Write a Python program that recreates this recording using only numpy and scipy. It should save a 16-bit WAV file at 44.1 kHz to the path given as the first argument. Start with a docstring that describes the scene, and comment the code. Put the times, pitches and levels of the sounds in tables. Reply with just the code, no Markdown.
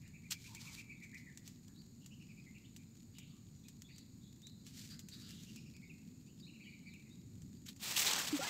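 """A still reed marsh. From the start, filtered noise gives a low distant rumble, faint air and a thin insect band.
Gliding tones scattered by far trees make birds chirp and trill; dry stems tick as decaying noise bursts.
Close by, long leaves slip free and slide over each other as trains of random friction grains.
At the end the reeds are pushed aside loudly, in three bands of grains with short rings, and the shallow
water glugs as gliding tones of air pockets. Both channels carry the same sound."""
import sys
import numpy as np
from scipy import signal
from scipy.fft import rfft, irfft, next_fast_len
from scipy.io import wavfile

SR = 44100
rng = np.random.default_rng(int(sys.argv[2]) if len(sys.argv) > 2 else 0)


def store_wav(level_fs):
    """Save 16-bit WAV to argv[1]."""
    pcm = np.round(np.clip(np.atleast_2d(level_fs), -1, 1) * 32767)
    wavfile.write(sys.argv[1], SR, pcm.T.astype(np.int16))


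N = 374409
TIME = np.arange(N) / SR


def from_db(db):
    """Level definition: decibels to amplitude gain."""
    return 10 ** (np.asarray(db) / 20)


def rms_one(x):
    """Normalisation: scale to unit mean power."""
    return x / np.sqrt(np.mean(x ** 2) + 1e-20)


def add(out, s, sound):
    """Superposition: mix a sound in at a time in seconds, cut at the end of the scene."""
    i = int(s * SR)
    out[i:i + len(sound)] += sound[:N - i]


def colour(x, points):
    """Minimum-phase filtering: the folded cepstrum gives a causal filter with unit power gain."""
    size = 2 * next_fast_len(N // 2 + 4096)
    hz, db = np.transpose(points)
    bin_hz = np.arange(size // 2 + 1) * SR / size
    bin_db = np.interp(np.log(bin_hz + 1), np.log(hz), db)
    cepstrum = irfft(np.log(rms_one(from_db(bin_db))))
    # fold negative time onto positive time
    cepstrum[1:size // 2] *= 2
    cepstrum[size // 2 + 1:] = 0
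    response = np.exp(rfft(cepstrum))
    return irfft(rfft(x, size) * response)[:N]


def band(x, low_hz, high_hz, order=2):
    """Band-pass filtering with a maximally flat (Butterworth) passband."""
    sos = signal.butter(order, [low_hz, high_hz], "band", fs=SR, output="sos")
    return signal.sosfilt(sos, x)


def drift(knots_per_s):
    """Random modulation: straight lines between normal random knots, scaled to unit rms."""
    knots = rng.standard_normal(N // 20)
    return rms_one(np.interp(TIME * knots_per_s, np.arange(len(knots)), knots))


def grains(per_s, spread_db):
    """Stick-slip friction: random tiny snaps of uneven size and either sign, at a mean rate per second."""
    sizes = from_db(spread_db * np.minimum(rng.exponential(1, N), 3.6)) * rng.choice([-1, 1], N)
    return rms_one(sizes * (rng.random(N) < per_s / SR))


def swell(start, end, rise, decay):
    """Exponential envelope: grows up to start, holds until end, then decays; rise and decay are time constants."""
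    return np.exp(-np.maximum((start - TIME) / rise, (TIME - end) / decay).clip(0, 30))


# effort of the push through the reeds:
# [t/s, nominal level of the leaf band/dB, tilt from stalks to fine crackle/dB]
PUSH_EFFORT = [(7.793, -67, 1), (7.819, -52.5, 2.5), (7.845, -45, 3.5), (7.955, -45, 1), (7.985, -37, 5),
               (8.14, -40, -4.5), (8.24, -44.5, -1), (8.38, -46.5, -2.5), (8.49, -44, -3.5)]
# spectrum of the crumpling grains: [f/Hz, relative density/dB per Hz]
PUSH_SPECTRUM = [(88, -49), (150, -14), (175, -1.5), (315, -7.5), (439, -6.5), (566, -7.5), (790, -3.5),
                 (1040, -4), (1390, -5), (3100, -1), (6910, -3.5), (7770, 1.5), (10000, -11.5), (14800, -6),
                 (16000, -12)]
STALK_DB, FINE_DB = -9, -8.5   # relative to the leaves, at zero tilt


def pushed_reeds():
    """Crackling noise: stalk, leaf and fine bands flutter separately while snaps excite short damped resonances."""
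    s, level_db, tilt_db = np.transpose(PUSH_EFFORT)
    effort = from_db(np.interp(TIME, s, level_db)) * (TIME > s[0])
    tilt = np.interp(TIME, s, tilt_db)
    crackle = colour(grains(per_s=4100, spread_db=1.5), PUSH_SPECTRUM)
    parts = [(250, 1540, STALK_DB - tilt), (1880, 7500, 0.011), (9000, 16600, FINE_DB + tilt)]
    crumple = np.zeros(N)
    for low_hz, high_hz, gain_db in parts:
        flutter_db = 1.2 * drift(120)
        crumple += from_db(gain_db + flutter_db) * rms_one(band(crackle, low_hz, high_hz, order=4))
    rings = np.zeros(N)
    for hz in np.geomspace(1800, 7800, 12):
        rings += band(grains(per_s=47, spread_db=3.0), hz, hz + 350, order=1)
    common_flutter = from_db(1.67 * drift(90))
    return effort * (crumple + from_db(-8) * rms_one(rings)) * common_flutter


# air pockets in the shallow water:
# [t/s, initial f/Hz, peak level/dB, length/s, pitch change over the length/share of f]
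AIR_POCKETS = [(8.327, 312, -30, 0.047, -0.15), (8.392, 550, -38, 0.021, -0.012),
               (8.393, 277, -43, 0.018, 0.099), (8.407, 1354, -45.5, 0.045, 0.086),
               (8.408, 736, -43.5, 0.051, 0.196), (8.44, 920, -49, 0.023, .1),
               (8.444, 1665, -45, 0.033, 0.032), (8.472, 2117, -43, 0.026, -0.056)]


def bubbles():
    """Bubble resonance: a strong low glug, then weaker air pockets, most of them smaller and higher."""
    out = np.zeros(N)
    for s, hz, db, length, glide in AIR_POCKETS:
        u = np.linspace(0, 1, int(length * SR))
        envelope = np.sin(np.pi * u ** 0.52)   # peaks in the first third
        phase = 2 * np.pi * np.cumsum(hz * (1 + glide * u)) / SR
        add(out, s, from_db(db) * envelope * np.sin(phase))
    return out


# leaves slipping free: [t/s of the peak, rms level at the peak/dB, decay time constant/s, blade f/Hz]
SLIPS = [(0.31, -38, 0.0071, 7200), (0.321, -37.5, 0.011, 4860), (.615, -55, .017, 5000),
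         (1.038, -60, .016, 6611), (1.18, -59.5, 0.022, 4900), (1.465, -61, 0.044, 4900),
         (4.92, -60, .02, 4500), (5.135, -58, 0.024, 4000), (7.665, -54, .013, 6500),
         (7.688, -47, 0.013, 4000), (7.836, -47.5, 0.043, 3800), (7.966, -32.5, 0.011, 2960),
         (7.995, -32, 0.01, 6000), (8.025, -42, .014, 6000), (8.070, -31.5, 0.017, 3960),
         (8.112, -34, .0058, 3500), (8.134, -31, 0.0035, 5000), (8.19, -35, 0.019, 1360),
         (8.274, -38.5, 0.012, 3880)]
# spectrum of the broad hiss: [f/Hz, relative density/dB per Hz]
SWISH_SPECTRUM = [(200, -19), (700, -16), (1600, -0.5), (3000, 5.5), (5000, 3.5), (7800, 4.5), (9500, -8),
                  (13000, -2.5), (16000, -11)]
SWISH_RISE_SHARE, BLADE_DB = 0.34, -7.5   # rise as a share of the decay; blade relative to the broad hiss


def swishes():
    """Source and resonator: a leaf slips free in a burst of grains, coloured by the blade's broad resonance."""
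    hiss = colour(grains(per_s=12000, spread_db=4.0), SWISH_SPECTRUM)
    out = np.zeros(N)
    for s, db, decay, hz in SLIPS:
        # two thirds of an octave wide
        blade = rms_one(band(hiss, hz / 2 ** (1 / 3), hz * 2 ** (1 / 3)))
        envelope = swell(s, s, SWISH_RISE_SHARE * decay, decay)
        out += from_db(db) * envelope * rms_one(hiss + from_db(BLADE_DB) * blade)
    return out


# snapping stems: [t/s, relative level of the crack/dB, leaf shiver relative to the crack/dB]
STEM_SNAPS = [(0.0772, -52, -5), (0.5485, -39.5, -3.5), (1.1451, -50.5, -3), (1.374, -39.5, -8),
              (1.477, -38.5, -8), (1.6815, -48, -13), (2.0604, -46, -1.5), (2.7633, -40, -8),
              (3.1844, -42, -3), (3.684, -48, 1.5), (3.82, -39.5, -13), (3.9619, -53, -6), (3.982, -46, -3),
              (4.4187, -51, -8), (4.4692, -45, -7), (4.6661, -46, -1.5), (4.9924, -42, -0.5),
              (5.086, -44.5, -1), (5.5605, -46, -6), (5.7655, -46, -16), (6.9384, -49, -13),
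              (7.42, -53, -3), (7.7628, -56.5, 5.5)]
# spectrum of a tick: [f/Hz, relative density/dB per Hz]
TICK_SPECTRUM = [(600, -20.5), (1500, -13.5), (3000, -6), (5000, -6), (7500, 1.5), (9500, -16.5),
                 (13000, -12), (16000, -15.5)]
TICK_DB = -8.5   # added to every crack level
TICK_DECAY_S, TICK_TAIL_S = 0.0016, 0.011   # time constants of crack and shiver


def ticks():
    """Impulsive excitation: a dry stem snaps with a sharp crack and a short decaying shiver of its leaf."""
    out, t = np.zeros(N), TIME[:SR // 16]
    for s, db, shiver_db in STEM_SNAPS:
        shape = np.exp(-t / TICK_DECAY_S) + from_db(shiver_db) * np.exp(-t / TICK_TAIL_S)
        add(out, s, from_db(db + TICK_DB) * shape * rng.standard_normal(len(t)))
    return colour(out, TICK_SPECTRUM)


# leaf sliding on leaf: [t/s, length/s, hardest rub/share of the length, nominal level of the hardest rub/dB]
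LEAF_SLIDES = [(.37, .45, 0.94, -59), (4.662, 0.3, 0.52, -58), (5.09, 0.54, 0.46, -62.5)]
# spectrum of rubbing leaves: [f/Hz, relative density/dB per Hz]
RUB_SPECTRUM = [(350, -7.5), (600, -18), (919, -23.5), (1610, -10), (2470, -5.5), (2870, -4.5), (4340, 0),
                (5260, -2.5), (7410, -1.5), (9490, -14), (14900, -11.5), (16000, -45)]
SLIDE_ATTACK_S, SLIDE_RELEASE_S = .006, 0.027   # time constants
SLIDE_SWELL_DB, SLIDE_EASE_DB = 8.5, 10.5   # rise before the hardest rub, fall after it


def sliding_leaves():
    """Friction under varying pressure: a fine hiss of grains with coarser catches of toothed blade edges."""
    level = np.zeros(N)
    for s, length, hardest, db in LEAF_SLIDES:
        pressure_db = np.interp((TIME - s) / length, [0, hardest, 1], [-SLIDE_SWELL_DB, 0, -SLIDE_EASE_DB])
        level += from_db(db + pressure_db) * swell(s, s + length, SLIDE_ATTACK_S, SLIDE_RELEASE_S)
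    unevenness = from_db(2.2 * drift(55))
    catches = grains(per_s=260, spread_db=3.0)
    rub = grains(per_s=12000, spread_db=2.5) + from_db(-4) * catches
    return level * unevenness * colour(rub, RUB_SPECTRUM)


STIR_PER_S, STIR_DB = 45, -79.5   # mean touches per second; level


def stirring():
    """Random impulses: stems further off touch, each with a tiny exponentially decaying shiver."""
    touches = np.abs(grains(STIR_PER_S, spread_db=2.5))
    decay_per_sample = np.exp(-1 / (0.0023 * SR))   # time constant 2.3 ms
    shiver = signal.lfilter([1], [1, -decay_per_sample], touches + 1e-18)
    noise = rms_one(shiver * rng.standard_normal(N))
    return from_db(STIR_DB) * colour(noise, RUB_SPECTRUM)


def birds():
    """Linear superposition: all the birds share the scattering of the far trees."""
    return woods(trills() + calls())


# runs of trill notes, with pitch and nominal level moving through a turning point:
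# [start t/s, turn t/s, end t/s, initial gap/s, gap growth/s per note,
#  (first, turn, last) f/Hz, (first, turn, last) level/dB, octave relative to fundamental/dB]
TRILL_RUNS = [(0.134, .92, 1.28, .0975, .003, (2320, 2360, 2050), (-62.5, -54, -60.5), -28),
              (2.011, 2.115, 2.44, 0.097, -.004, (3100, 2800, 2320), (-72.5, -64.5, -66), -12),
              (5.365, 5.542, 5.84, .099, -.003, (3050, 2690, 2330), (-69.5, -61, -71.5), -4),
              (6.464, 6.612, 6.76, .069, -0.0032, (2650, 2430, 2300), (-65.5, -61.5, -61.5), -21),
              (6.856, 6.93, 7.06, .072, -0.0054, (2320, 2480, 2150), (-59, -63.5, -71.5), -20)]
NOTE_S, NOTE_ARCH, TRILL_RASP = 0.0461, (0.91, 1.02, .92), .07   # length; shares of the note's pitch
NOTE_SCATTER, NOTE_SCATTER_DB = .02, 1.3   # random spread of pitch (share) and level


def trills():
    """Rhythmic repetition: runs of arched notes whose gaps steadily lengthen or shorten."""
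    out = np.zeros(N)
    for start, turn, end, gap, growth, pitches, levels_db, octave_db in TRILL_RUNS:
        k = np.arange(16)
        times = start + gap * k + growth * k ** 2 / 2
        for s, (detune, accent) in zip(times, rng.standard_normal((len(k), 2))):
            hz = np.interp(s, [start, turn, end], pitches) * (1 + NOTE_SCATTER * detune)
            db = np.interp(s, [start, turn, end], levels_db) + NOTE_SCATTER_DB * accent
            note = whistle(NOTE_S, hz * np.array(NOTE_ARCH), TRILL_RASP, octave_db)
            if s < end:
                add(out, s, from_db(db) * note)
    return out


# separate bird notes: stray or accented notes of the trill, and calls of other birds:
# [t/s, length/s, middle f/Hz, glide/share of f, nominal level/dB, rasp = pitch flutter/share of f]
SEPARATE_NOTES = [(.01, 0.085, 2240, 0.0084, -68, 0.16), (0.474, 0.09, 941, 0, -68.5, .12),
                  (0.594, 0.15, 1167, -0.04, -70.5, 0.22), (1.128, 0.037, 1958, 0.1, -57.5, 0.04),
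                  (1.677, 0.047, 1400, 0.19, -75.5, .21), (1.744, 0.081, 4300, 0.23, -66.5, 0.05),
                  (2.461, 0.027, 2156, 0.01, -61.5, .05), (2.543, .042, 2580, -0.013, -63, .07),
                  (2.641, 0.026, 3570, 0.3, -66, 0.11), (2.78, 0.061, 2350, 0, -74, 0.067),
                  (3.138, 0.12, 3183, 0.08, -65, 0.21), (3.238, 0.11, 3680, 0, -72, 0.2),
                  (3.289, .10, 1175, -0.025, -80, 0.097), (3.5, .14, 5930, -.03, -79, .02),
                  (3.629, 0.057, 3830, -0.016, -72, .07), (3.644, .035, 2455, -0.016, -72, 0.056),
                  (3.84, 0.034, 3500, 0.08, -66.5, 0.042), (3.884, 0.046, 2380, 0.062, -65.5, 0.14),
                  (3.876, 0.16, 4330, 0, -67, 0.084), (4.209, 0.092, 3780, -.03, -70, 0.074),
                  (4.423, 0.08, 3930, .13, -60, 0.031), (4.896, .056, 4580, 0.07, -57.5, 0.075),
                  (4.899, 0.08, 1674, 0.071, -71, 0.18), (5.113, .044, 4460, -.04, -55, .11),
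                  (5.103, 0.25, 1517, -0.054, -76.5, 0.153), (5.199, .09, 4600, -.04, -64, .09),
                  (5.221, 0.21, 3390, 0.11, -64, 0.13), (5.818, 0.041, 2210, 0.03, -61.5, 0.044),
                  (5.895, .026, 2580, -.2, -58, 0.029), (6.267, 0.045, 2760, 0.207, -72.5, .06),
                  (6.391, .027, 4900, -.18, -66, .03), (6.421, 0.061, 4090, .12, -60, 0.038),
                  (6.637, 0.051, 2964, -0.12, -64, 0.052), (6.602, 0.18, 4240, -0.058, -71, 0.075),
                  (6.858, 0.087, 4170, -0.2, -67.5, 0.072), (7.099, 0.049, 3800, 0.13, -68.5, .02)]
FAR_CHIRPS_PER_S, FAR_CHIRP_S, FAR_CHIRP_RANGE_HZ = 3, .05, (3600, 5000)
FAR_CHIRP_DB, FAR_CHIRP_RASP = -79.5, .04   # nominal level; flutter as a share of the pitch


def calls():
    """Frequency glides: separate trill notes and other birds' calls, among faint chirps at random times."""
    out = np.zeros(N)
    slope = np.array([-.5, 0, .5])
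    for s, length, hz, glide, db, rasp in SEPARATE_NOTES:
        add(out, s, from_db(db) * whistle(length, hz * (1 + glide * slope), rasp, octave_db=-36))
    for when, pitch, glide in rng.random((int(FAR_CHIRPS_PER_S * N / SR), 3)):
        hz = np.interp(pitch, [0, 1], FAR_CHIRP_RANGE_HZ)
        pitches = hz * (1 + 0.28 * (glide - .5) * slope)
        chirp = whistle(FAR_CHIRP_S, pitches, FAR_CHIRP_RASP, octave_db=-36)
        add(out, when * N / SR, from_db(FAR_CHIRP_DB) * chirp)
    return out


FLUTTER_PER_S = 480   # random pitch knots per second


def whistle(length, pitches, rasp, octave_db):
    """Frequency modulation: a gliding sine and its octave, made raspy by fast random pitch flutter."""
    u = np.linspace(0, 1, int(length * SR))
    knots = rng.uniform(-1, 1, 256) * np.sqrt(3)   # unit spread
    flutter = np.interp(u * length * FLUTTER_PER_S, np.arange(256), knots)
    hz = arch(pitches, u) * (1 + rasp * flutter)
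    phase = 2 * np.pi * np.cumsum(hz) / SR
    envelope = np.sqrt(2 * np.abs(np.sin(np.pi * u)))
    return envelope * (np.sin(phase) + from_db(octave_db) * np.sin(2 * phase))


def arch(three, u):
    """Quadratic interpolation through a first, middle and last value as u runs from 0 to 1."""
    return np.polyval(np.polyfit([0, .5, 1], three, 2), u)


WOODS_T60_S, WOODS_DB, DIRECT_DB = 0.82, -2, -2   # reverberation time; scattered and direct gain


def woods(x):
    """Multiple scattering: countless trunks and stems turn a far call into a soft decaying tail."""
    t = TIME[:SR]
    decay = from_db(-60 * t / WOODS_T60_S) + 1.6 * np.exp(-t / 0.011)   # late tail and early scatter
    tail = rng.standard_normal(SR) * decay
    scattered = signal.fftconvolve(x, tail / np.linalg.norm(tail))[:N]
    return from_db(DIRECT_DB) * x + from_db(WOODS_DB) * scattered


# spectrum of the distant rumble: [f/Hz, relative density/dB per Hz]
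RUMBLE_SPECTRUM = [(12, -45.5), (20, -18), (43, -14), (103, -1), (173, -0.5), (240, -3), (552, -33.5),
                   (700, -52), (910, -72), (1540, -120)]
# slow swell of the far rumble: [t/s, level below the split/dB, level above the split/dB]
RUMBLE_SWELL = [(0.0, -61.5, -60.5), (1.0, -65, -59.5), (4.3, -65, -60), (5.6, -64.5, -56.5),
                (6.8, -71, -58.5), (7.45, -58, -56), (7.8, -67.5, -58.5)]
RUMBLE_SPLIT_HZ = 130.3


def rumble():
    """Band-split noise: the deep and upper parts of the far rumble swell separately."""
    s, deep_db, upper_db = np.transpose(RUMBLE_SWELL)
    far = colour(rng.standard_normal(N), RUMBLE_SPECTRUM)
    deep = signal.sosfiltfilt(signal.butter(3, RUMBLE_SPLIT_HZ, fs=SR, output="sos"), far)
    deep_gain = from_db(np.interp(TIME, s, deep_db))
    upper_gain = from_db(np.interp(TIME, s, upper_db))
    return deep_gain * rms_one(deep) + upper_gain * rms_one(far - deep)


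INSECT_HZ, INSECT_WIDTH_HZ, INSECT_DB = 7250, 370, -74.5   # first band-pass; mean level


def insects():
    """Incoherent summation: a chorus merged into noise by two neighbouring band-passes, skirts meeting near 7 kHz."""
    low_hz, high_hz = INSECT_HZ - INSECT_WIDTH_HZ / 2, INSECT_HZ + INSECT_WIDTH_HZ / 2
    chorus = band(rng.standard_normal(N), low_hz, high_hz, order=1)
    return from_db(INSECT_DB + 0.23 * drift(21)) * rms_one(band(chorus, 6450, 7000))


# spectrum of the quiet air: [f/Hz, relative density/dB per Hz]
AIR_SPECTRUM = [(500, -1.5), (800, -1.5), (1500, -6), (2400, -3.5), (3200, -8.5), (4300, 2.5), (5700, -5),
                (6900, -6), (8200, 1), (9000, -14.5), (10300, -15.5), (12500, -5), (15500, -11)]
AIR_DB = -74


def quiet_air():
    """Stationary noise: steady faint air with a fixed spectrum."""
    return from_db(AIR_DB) * colour(rng.standard_normal(N), AIR_SPECTRUM)


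def scene():
    """Superposition: all sources sum to one signal, sent alike to both channels."""
    reeds = pushed_reeds() + swishes() + ticks() + sliding_leaves() + stirring()
    background = rumble() + insects() + quiet_air()
    mono = reeds + bubbles() + birds() + background
    return np.array([mono, mono])


CUTOFF_HZ = 15700


def record(dry):
    """Band limitation: a steep elliptic low-pass cuts the top."""
    return signal.sosfilt(signal.ellip(12, .1, 70, CUTOFF_HZ, fs=SR, output="sos"), dry)


dry = scene()
out = record(dry)
store_wav(out)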